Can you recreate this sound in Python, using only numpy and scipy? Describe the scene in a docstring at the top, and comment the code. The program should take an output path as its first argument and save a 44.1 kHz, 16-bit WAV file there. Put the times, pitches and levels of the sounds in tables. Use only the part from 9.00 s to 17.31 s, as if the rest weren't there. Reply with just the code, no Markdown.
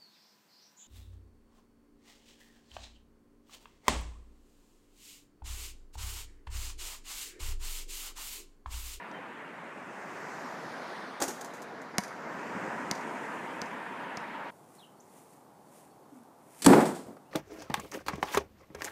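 """Tyres roar and hiss as a car passes, over a faint early thump and a bird chirp on the street. A basketball
whips through the net, tugs at the rim and bounces away: slap, grit and a ringing shell. Then the scene changes
to the quiet mouth of a garage: far hush, rustling clothes, birds, a soft low tone. A heavy blow, most likely
the ball on the overhead door, sets the panels booming and rattling. Shaped noise makes the rough sounds,
decaying modes the ringing ones, gliding tones the birds."""
import sys
import numpy as np
from scipy import signal
from scipy.fft import rfft, irfft
from scipy.io import wavfile
from scipy.ndimage import uniform_filter1d, minimum_filter1d

SR = 44100
rng = np.random.default_rng(int(sys.argv[2]) if len(sys.argv) > 2 else 0)


def transcribe(signal):
    """Save signal, clipped to [-1, 1], as a 16-bit WAV file at the path in sys.argv[1]."""
    frames = np.atleast_2d(signal).T
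    limited = np.clip(frames, -1, 1)
    pcm = np.round(limited * 32767).astype(np.int16)
    wavfile.write(sys.argv[1], SR, pcm)


N = 366471
T = np.arange(N) / SR
GARAGE_START_S = 5.505

# Spectra give colour only, each player sets the loudness; table levels are before the players' trims.
# tyre roar: f/Hz, level/dB per Hz
ROAR_COLOUR = [(25, -58), (60, -34), (110, -16), (170, -2), (240, 1), (400, -2), (700, -1), (950, -0.5),
               (1250, -2), (1800, -1), (2500, -8), (3500, -18), (5000, -26), (9000, -59)]
# tyre hiss: f/Hz, level/dB per Hz
HISS_COLOUR = [(1200, -18), (2500, 9), (4000, 2), (5200, 1.5), (6800, 0), (8500, -4), (11000, -10),
               (15500, -15.5)]
# tyre noise swells where houses and the parked van leave the view open:
# t/s, half width/s, roar level/dB, hiss level/dB, tread level/dB, roar brightness/dB per octave
TYRE_SWELLS = [(.1, 0.16, -58, -74, -50, 1.5), (1.38, 0.34, -44, -60.5, -67, 0.5),
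               (1.9, 0.25, -44.5, -62.5, -70, 2.5), (3.6, 0.32, -38.5, -62.5, -45.5, -0.94),
               (4.25, 0.48, -41.5, -60, -46.5, -1), (5.2, 0.61, -44.5, -64.5, -46.5, 0)]
# the street between swells (dB)
STREET_ROAR_DB, STREET_HISS_DB, STREET_TREAD_DB = -44, -68.5, -57.5
# the car is nearest at this time; it takes so long to cover its nearest distance, coming and going (s)
NEAREST_S, COMING_S, GOING_S = 2.12, 0.95, 1.37
# lowest pitch that the echo off the road weakens when the car is nearest (Hz)
NOTCH_HZ = 2466

# a faint early thump, then the ball's landings on the driveway: # t/s, slap level/dB, thump level/dB, grit
# level/dB, delay of the echo off the van/s
DRIVEWAY_HITS = [(.1147, -48, -24, -37, .06), (2.9832, 0, 0, -7.5, 0.052), (3.913, -11, -6, -7, 0.038),
                 (4.6174, -26, -11.5, -16, 0.04), (5.172, -34, -13, -20, .029)]
# slap of the ball: f/Hz, level/dB per Hz
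SLAP_COLOUR = [(30, -45), (110, -24), (300, 4), (1000, 1), (2000, 9), (3300, -5), (4500, -6), (5700, 5),
               (7800, -4), (9500, 1), (13000, -9.5), (15500, -28)]
# crunching grit: f/Hz, level/dB per Hz
GRIT_COLOUR = [(100, -28), (3500, 3), (4800, 13.5), (6400, 10.5), (8000, -3), (9300, -2), (11000, -30),
               (13500, -5), (15500, -32)]
# the ball's shell, then the air inside it: f/Hz, level/dB, t60/s
BALL_MODES = [(196, -20.5, 0.054), (720, -23.5, 0.053), (964, -31.5, 0.11), (1080, -29, .04),
              (1817, -37.5, 0.08), (2230, -31, 0.056), (2930, -36, 0.037)]
# echoes off the ground and the house fronts: delay/s, level/dB
GROUND_ECHOES = [(.0062, -21), (0.0206, -24), (.063, -28), (.096, -27.5)]

# bird notes: t/s, length/s, first f/Hz, last f/Hz, warble depth/Hz, level/dB
BIRD_NOTES = [(0.133, 0.048, 3135, 3060, 0, -60), (5.78, .042, 4140, 3300, 350, -62),
              (5.817, 0.041, 3200, 2760, 200, -59.5), (5.999, .014, 5200, 7960, 0, -59),
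              (8.242, .068, 2400, 3120, 0, -77.5)]
WARBLE_HZ = 50
# a far bird repeats one note: first note (s), spacing (s), level (dB)
FAR_START_S, FAR_GAP_S, FAR_DB = 5.96, .117, -82.5

# the ball drags the net taut and the cords whip about: t/s, tug level/dB, snap level/dB, t60/s
NET_MOVES = [(2.2025, -33.5, -36.5, 0.057), (2.2154, -26.5, -35, 0.084), (2.2214, -34, -23, 0.045),
             (2.2304, -31, -32.5, .13), (2.2787, -37, -35.5, 0.17), (2.4098, -43, -39.5, .066),
             (2.445, -47, -46, 0.11), (2.5353, -54, -54.5, 0.34), (2.6185, -55, -48, 0.095),
             (2.8151, -58, -58, 0.12)]
# tug of the net: f/Hz, level/dB per Hz
TUG_COLOUR = [(60, -41), (170, -33), (290, 5.5), (520, 4), (820, 1), (1200, -1), (1700, -9), (2800, -18.5),
              (6000, -29.5)]
# snap of the cords: f/Hz, level/dB per Hz
SNAP_COLOUR = [(500, -22), (2000, -1), (3500, -7), (5000, -3), (6700, 4), (8500, -3.5), (11500, -6.5),
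               (15500, -14)]
# the rim under the tug: f/Hz, level/dB, t60/s
RIM_MODES = [(275, -12.5, 0.37), (402, -3.5, 0.066), (810, 2, 0.071), (1493, -11, 0.077),
             (3280, -18, 0.076), (4630, -13, .045), (6600, -12, 0.066)]
# the steel loops that hold the net clink with each snap: f/Hz, level/dB, t60/s
LOOP_MODES = [(4800, 0, 0.032), (5103, -19, 0.096), (6013, -11, 0.058), (8172, 0, 0.03), (8446, -5, 0.038)]

# hush of far traffic: f/Hz, level/dB per Hz
HUSH_COLOUR = [(25, -54), (60, -26), (100, -14.5), (150, -4), (210, -6.5), (265, -4.5), (330, -6),
               (600, -8), (820, -5.5), (1150, -12.5), (1700, -23.5), (2600, -32.5), (9000, -33.5),
               (15500, -35.5)]
HUSH_DB = -57.5
# rubbing cloth: f/Hz, level/dB per Hz
CLOTH_COLOUR = [(600, -26), (2000, -1.5), (4200, -11), (7000, -3), (9000, 0.5), (12000, -6), (15500, -12)]
# strokes of sleeve and trouser leg: t/s, time to fall by 8.7 dB either side/s, level/dB
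CLOTH_STROKES = [(5.52, 0.4, -72), (5.765, 0.1, -64), (6.18, 0.1, -61), (6.335, 0.1, -66.5),
                 (6.78, .085, -60.5), (7.17, .08, -70.5), (7.6, .075, -54.5)]
RUSTLE_FLOOR_DB = -78.5  # clothes never rest entirely
# a soft low tone sinks in three pulses: t/s, length/s, first f/Hz, last f/Hz, level/dB
LOW_PULSES = [(7.118, .028, 305, 268, -50.5), (7.148, .045, 265, 245, -52.5), (7.196, .04, 240, 230, -56)]

# separate blows on the door: t/s, boom level/dB, knock level/dB, clatter level/dB, knock and clatter t60/s
DOOR_BLOWS = [(7.621, -46, -52, -32.5, 0.11), (7.6453, -29, -38.5, -27.5, 0.11),
              (7.663, -26, -9.5, -14, 0.026), (7.732, -29, -12, -41, 0.053), (7.8047, -32, -27, -39.5, .15),
              (7.8547, -55, -37.5, -40.5, 0.31), (7.9492, -55, -55, -49, 0.4), (8.166, -65, -50, -70, .071)]
# boom of the door: f/Hz, level/dB per Hz
BOOM_COLOUR = [(25, -48), (80, -28), (115, -16), (160, 1.5), (320, 2), (480, -0.5), (750, -11),
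               (1100, -18.5), (1800, -23), (2800, -36), (6000, -42.5)]
# knock on the door: f/Hz, level/dB per Hz
KNOCK_COLOUR = [(100, -37), (400, -0.5), (750, 5), (1300, -2.5), (1800, -10), (2600, -16), (3300, -22),
                (5000, -26.5), (10000, -47)]
# crack and clatter of the steel: f/Hz, level/dB per Hz
STEEL_COLOUR = [(400, -18), (1500, 0), (2700, 0), (3400, 1), (4600, 1), (6000, -0.5), (8000, 6),
                (10500, -1), (15500, -13.5)]
# steel hinges and rollers: f/Hz, level/dB, t60/s
HINGE_MODES = [(3430, -9, 0.1), (4490, -2, .04), (4770, -11, 0.055), (7780, -6, .06), (9300, -15, .1)]
# the panels ring on after the main blow: f/Hz, level/dB, t60/s
PANEL_MODES = [(143.7, -12, 0.45), (193.7, 2.5, 0.53), (224, 0, 0.53), (254, 5, 0.48), (281.7, 6, 0.49),
               (312.4, 4.5, 0.4), (355.7, 4, 0.44), (404, -3.5, 0.46), (448, -3, 0.46), (478, -12, .5),
               (560, -2.5, 0.52), (608, -12, 0.32), (728, -17, 0.35), (820, -13, 0.47), (920, -13, .45),
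               (957, -16, 0.37), (1770, -16, 0.37)]
MAIN_BLOW_S = 7.66  # the ball lands its full weight on the door
# from the main blow on, the door shudders in its tracks: spacing (s), knock and clatter of each blow (t60 s)
SHUDDER_GAP_S, SHUDDER_T60 = .02, .46
# boom, knock and clatter of the main blow and its rebounds, one row each: first level/dB, fall/dB per s
SHUDDER_LEVELS = [(-15, 102), (-28, 9), (-36, 152)]
# dull settling bumps: f/Hz, level/dB per Hz
BUMP_COLOUR = [(40, -40), (150, -11), (260, 2.5), (380, -6), (700, -11.5), (3000, -42)]
# the door settles: first bump (s), spacing (s), level (dB), fall (dB per s)
BUMP_START_S, BUMP_GAP_S, BUMP_DB, BUMP_FALL_DB_PER_S = 8.063, .02, -38.5, 84


def amp(db):
    """Turns dB into an amplitude factor."""
    return 10 ** (np.asarray(db) / 20)


def evened(x):
    """Scales to rms 1."""
    return x / np.sqrt(np.mean(x ** 2) + 1e-20)


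def read(points, hz):
    """A spectrum's dB at the given frequencies, drawn straight over log frequency."""
    f, value = np.transpose(points)
    return np.interp(np.log(hz + 1), np.log(f + 1), value)


def add(mix, s, sound):
    """Mixes a sound in at time s."""
    part = mix[max(round(s * SR), 0):][:len(sound)]
    part += sound[:len(part)]


def beats(gap_s, count):
    """Evenly spaced delays, from zero."""
    return gap_s * np.arange(count)


def noise(spectrum, size=N, grain_db=0):
    """Coloured noise of rms 1; uneven grain sizes make it crackle."""
    grains = rng.standard_normal(size) * amp(grain_db * rng.standard_normal(size))
    gain = amp(read(spectrum, np.fft.rfftfreq(size, 1 / SR)))
    return evened(irfft(rfft(grains) * gain, size))


def fade(t60, rise=0.00056):
    """One second of a quick rise and an exponential decay."""
    return (1 - np.exp(-T[:SR] / rise)) * np.exp(-np.log(1000) * T[:SR] / t60)


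def ring(modes, rise=0.00043):
    """One second of struck modes."""
    return sum(amp(db) * fade(t60, rise) * np.cos(2 * np.pi * hz * T[:SR]) for hz, db, t60 in modes)


def click(spectrum, size=2048):
    """The sharpest causal (minimum-phase) pulse with this spectrum, of energy 1."""
    log_gain = np.log(amp(read(spectrum, abs(np.fft.fftfreq(size, 1 / SR)))))
    pulse = np.fft.ifft(np.exp(np.conj(signal.hilbert(log_gain)))).real
    return pulse / np.linalg.norm(pulse)


def scatter(x, t60, rise):
    """Diffuse reflections from trees, ground and walls."""
    tail = rng.standard_normal(SR) * fade(t60, rise)
    return signal.fftconvolve(x, tail / np.linalg.norm(tail))[:N]


def whistle(length, first_hz, last_hz, db, warble=0):
    """A pure tone that glides, with a soft start and end."""
    t = np.arange(0, length, 1 / SR)
    hz = np.linspace(first_hz, last_hz, len(t)) - warble * np.cos(2 * np.pi * WARBLE_HZ * t)
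    tone = np.sqrt(2) * np.sin(2 * np.pi * np.cumsum(hz) / SR)
    return amp(db) * tone * signal.windows.tukey(len(t), .5)


def distance(t):
    """The car's distance as a multiple of its nearest."""
    return np.hypot(1, (t - NEAREST_S) / np.where(t < NEAREST_S, COMING_S, GOING_S))


def tyre_levels(t):
    """Roar, hiss and tread (dB) and brightness (dB per octave): bell-shaped swells add to the steady street."""
    s, width, roar, hiss, tread_db, brightness = np.transpose(TYRE_SWELLS)
    bells = np.exp(-((t[:, None] - s) / width) ** 2)
    layers = ((STREET_ROAR_DB, roar), (STREET_HISS_DB, hiss), (STREET_TREAD_DB, tread_db))
    powers = [amp(base) ** 2 + bells @ amp(db) ** 2 for base, db in layers]
    # each swell tints the roar by its share of the power
    tilt = bells @ (brightness * amp(roar) ** 2) / powers[0]
    return *(10 * np.log10(powers)), tilt


def traffic(road_echo=0.56, echo_edge_hz=9000, patchy_db=1.5, roar_db=-0.45, hiss_db=2.0):
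    """Tyre roar and hiss, combed by an echo off the road whose delay changes as the car moves."""
    hz, t, z = signal.stft(rng.standard_normal(N), SR, nperseg=1024, noverlap=768)
    roar, hiss, _, brightness = tyre_levels(t)
    notch = NOTCH_HZ * distance(t)
    echo = road_echo / (1 + (hz[:, None] / echo_edge_hz) ** 2)  # rough asphalt scatters the treble
    comb = abs(1 + echo * np.exp(-1j * np.pi * hz[:, None] / notch))
    octaves = np.log2(np.maximum(hz, 200))[:, None]  # brightness tilts only above 200 Hz
    power = 0
    for spectrum, level, tilt in ((ROAR_COLOUR, roar + roar_db, brightness), (HISS_COLOUR, hiss + hiss_db, 0)):
        shape = (amp(read(spectrum, hz)[:, None] + tilt * octaves) * comb) ** 2
        power = power + shape / shape.mean(0) * amp(level) ** 2
    # the level wanders in patches of pitch and time
    patches = uniform_filter1d(rng.standard_normal(z.shape), size=10, axis=0)
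    patches = evened(uniform_filter1d(patches, size=6, axis=1))
    shaped = z * np.sqrt(power) * amp(patchy_db * patches)
    return signal.istft(shaped, nperseg=1024, noverlap=768)[1][:N]


def tread(centre_hz=945, width_hz=110, tread_db=-2):
    """Air in the tyre grooves resonates: noise in one narrow peak."""
    hz = np.fft.rfftfreq(N, 1 / SR)
    peak = 1 / (1 + ((hz - centre_hz) / width_hz) ** 2) ** 2
    hum = evened(irfft(rfft(rng.standard_normal(N)) * peak, N))
    return hum * amp(tyre_levels(T)[2] + tread_db)


def bounces(crunch_db=-19, crunch_t60=0.019, van_db=-19, wet_db=-19):
    """Each landing, and the faint early thump, slaps the air, crunches grit and sets the ball ringing."""
    direct, body, echoes = np.zeros((3, N))
    for s, slap, thump, grit, van_s in DRIVEWAY_HITS:
        hit = amp(grit + crunch_db) * noise(GRIT_COLOUR, size=SR, grain_db=4) * fade(crunch_t60)
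        add(hit, 0, -amp(slap) * click(SLAP_COLOUR) - amp(grit) * click(GRIT_COLOUR))
        add(direct, s, hit)
        add(body, s, amp(thump) * ring(BALL_MODES, rise=0.0011))
        add(echoes, s + van_s, amp(van_db) * hit)
        for delay, db in GROUND_ECHOES:
            add(echoes, s + delay, amp(db) * hit)
    blurred_echoes = scatter(echoes, t60=.05, rise=.0004)
    return direct + body + blurred_echoes + amp(wet_db) * scatter(direct, t60=0.48, rise=0.023)


def birds(far_hz=4450, note_s=.04, waver_hz=50, uneven_db=2, wet_db=-6):
    """Small birds in the trees: gliding, warbling pure tones, with the street's echo."""
    out = np.zeros(N)
    for s, length, first_hz, last_hz, warble, db in BIRD_NOTES:
        add(out, s, whistle(length, first_hz, last_hz, db, warble))
    for late in beats(FAR_GAP_S, count=10):
        first, last, strength = rng.standard_normal(3)
        first_hz, last_hz = far_hz + waver_hz * first, far_hz + waver_hz * last
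        add(out, FAR_START_S + late, whistle(note_s, first_hz, last_hz, FAR_DB + uneven_db * strength))
    return out + amp(wet_db) * scatter(out, t60=0.31, rise=0.0075)


def net(rim_db=-2, loop_db=-10, wet_db=-13):
    """Cords snap against the ball and tug at the rim, and the steel loops clink."""
    out = np.zeros(N)
    for s, tug, snap, t60 in NET_MOVES:
        pull = noise(TUG_COLOUR, size=SR) * fade(t60, rise=0.002)
        add(out, s, amp(tug) * (pull + amp(rim_db) * ring(RIM_MODES)))
        add(out, s, amp(snap + loop_db) * ring(LOOP_MODES))
        add(out, s, amp(snap) * noise(SNAP_COLOUR, size=SR, grain_db=7.0) * fade(t60, rise=0.00063))
    return out + amp(wet_db) * scatter(out, t60=0.51, rise=0.029)


def hush():
    """Far traffic blurs into a steady coloured noise."""
    return amp(HUSH_DB) * noise(HUSH_COLOUR)


def rustle():
    """Cloth rubs on cloth: crackling noise that swells with each movement."""
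    strokes = sum((amp(db) * np.exp(-abs(T - s) / width)) ** 2 for s, width, db in CLOTH_STROKES)
    return np.sqrt(amp(RUSTLE_FLOOR_DB) ** 2 + strokes) * noise(CLOTH_COLOUR, grain_db=6.0)


def low_tone():
    """A soft low tone sinks in short gliding pulses."""
    out = np.zeros(N)
    for s, *note in LOW_PULSES:
        add(out, s, whistle(*note))
    return out


def shudder():
    """The main blow and the rebounds that follow it, ever weaker, as rows like those of DOOR_BLOWS."""
    rows = []
    for late in beats(SHUDDER_GAP_S, count=7):
        levels = (db - fall * late for db, fall in SHUDDER_LEVELS)
        rows.append((MAIN_BLOW_S + late, *levels, SHUDDER_T60))
    return rows


def panels(panel_db=-20, swell_s=0.0098):
    """The door panels ring on in decaying modes; the ring builds as waves cross them."""
    out = np.zeros(N)
    for hz, db, t60 in PANEL_MODES:
        mode = np.sin(2 * np.pi * (hz * T[:SR] + rng.random()))
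        add(out, MAIN_BLOW_S, amp(panel_db + db) * fade(t60, swell_s) * mode)
    return out


def settling():
    """Dull bumps of low noise, each weaker than the last, as the door settles."""
    out = np.zeros(N)
    for late in beats(BUMP_GAP_S, count=4):
        bump = noise(BUMP_COLOUR, size=SR) * fade(t60=0.11, rise=0.0024)
        add(out, BUMP_START_S + late, amp(BUMP_DB - BUMP_FALL_DB_PER_S * late) * bump)
    return out


def door(body_db=-1.0, body_t60=0.49, crack_db=14, wet_db=-14):
    """Each blow cracks, booms, knocks and makes the hinges clatter, over ringing panels and settling bumps."""
    out = panels() + settling()
    hinges, crack = ring(HINGE_MODES), amp(crack_db) * click(STEEL_COLOUR)
    for s, boom, knock, clatter, t60 in DOOR_BLOWS + shudder():
        add(out, s, amp(clatter) * crack)
        add(out, s, amp(boom + body_db) * noise(BOOM_COLOUR, size=SR) * fade(body_t60, rise=0.0024))
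        steel = noise(STEEL_COLOUR, size=SR, grain_db=2.0) + hinges
        strike = amp(knock) * noise(KNOCK_COLOUR, size=SR) + amp(clatter) * steel
        add(out, s, strike * fade(t60, rise=0.00022))
    return out + amp(wet_db) * scatter(out, t60=0.46, rise=0.011)


def scene():
    """The street gives way abruptly to the garage; birds run through both."""
    street_gain = np.clip((GARAGE_START_S - T) / .006 + .5, 0, 1)  # 6 ms crossfade
    street = traffic() + tread() + bounces() + net()
    garage = hush() + rustle() + low_tone() + door()
    return (street_gain * street + (1 - street_gain) * garage + birds())[None]


def record(dry, low_cut_hz=52, high_cut_hz=15400):
    """The microphone drops the lowest bass, a fast limiter holds the peaks; then the band limit."""
    ceiling_db, recovery_db = -4.8, 1500  # recovery in dB per second
    x = signal.sosfilt(signal.butter(2, low_cut_hz, "high", fs=SR, output="sos"), dry[0])
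    peak_db = 20 * np.log10(-minimum_filter1d(-abs(x), size=16) + 1e-9)
    fall = T * recovery_db
    # follow peaks at once, then let go at the recovery rate
    envelope_db = np.maximum.accumulate(peak_db + fall) - fall
    over_db = np.maximum(envelope_db - ceiling_db, 0)
    held = x / amp(uniform_filter1d(over_db, size=16))
    band = signal.firwin(401, high_cut_hz, window=("kaiser", 8), fs=SR)
    return signal.oaconvolve(held, band, "same")[None]


dry = scene()
out = record(dry)
transcribe(out)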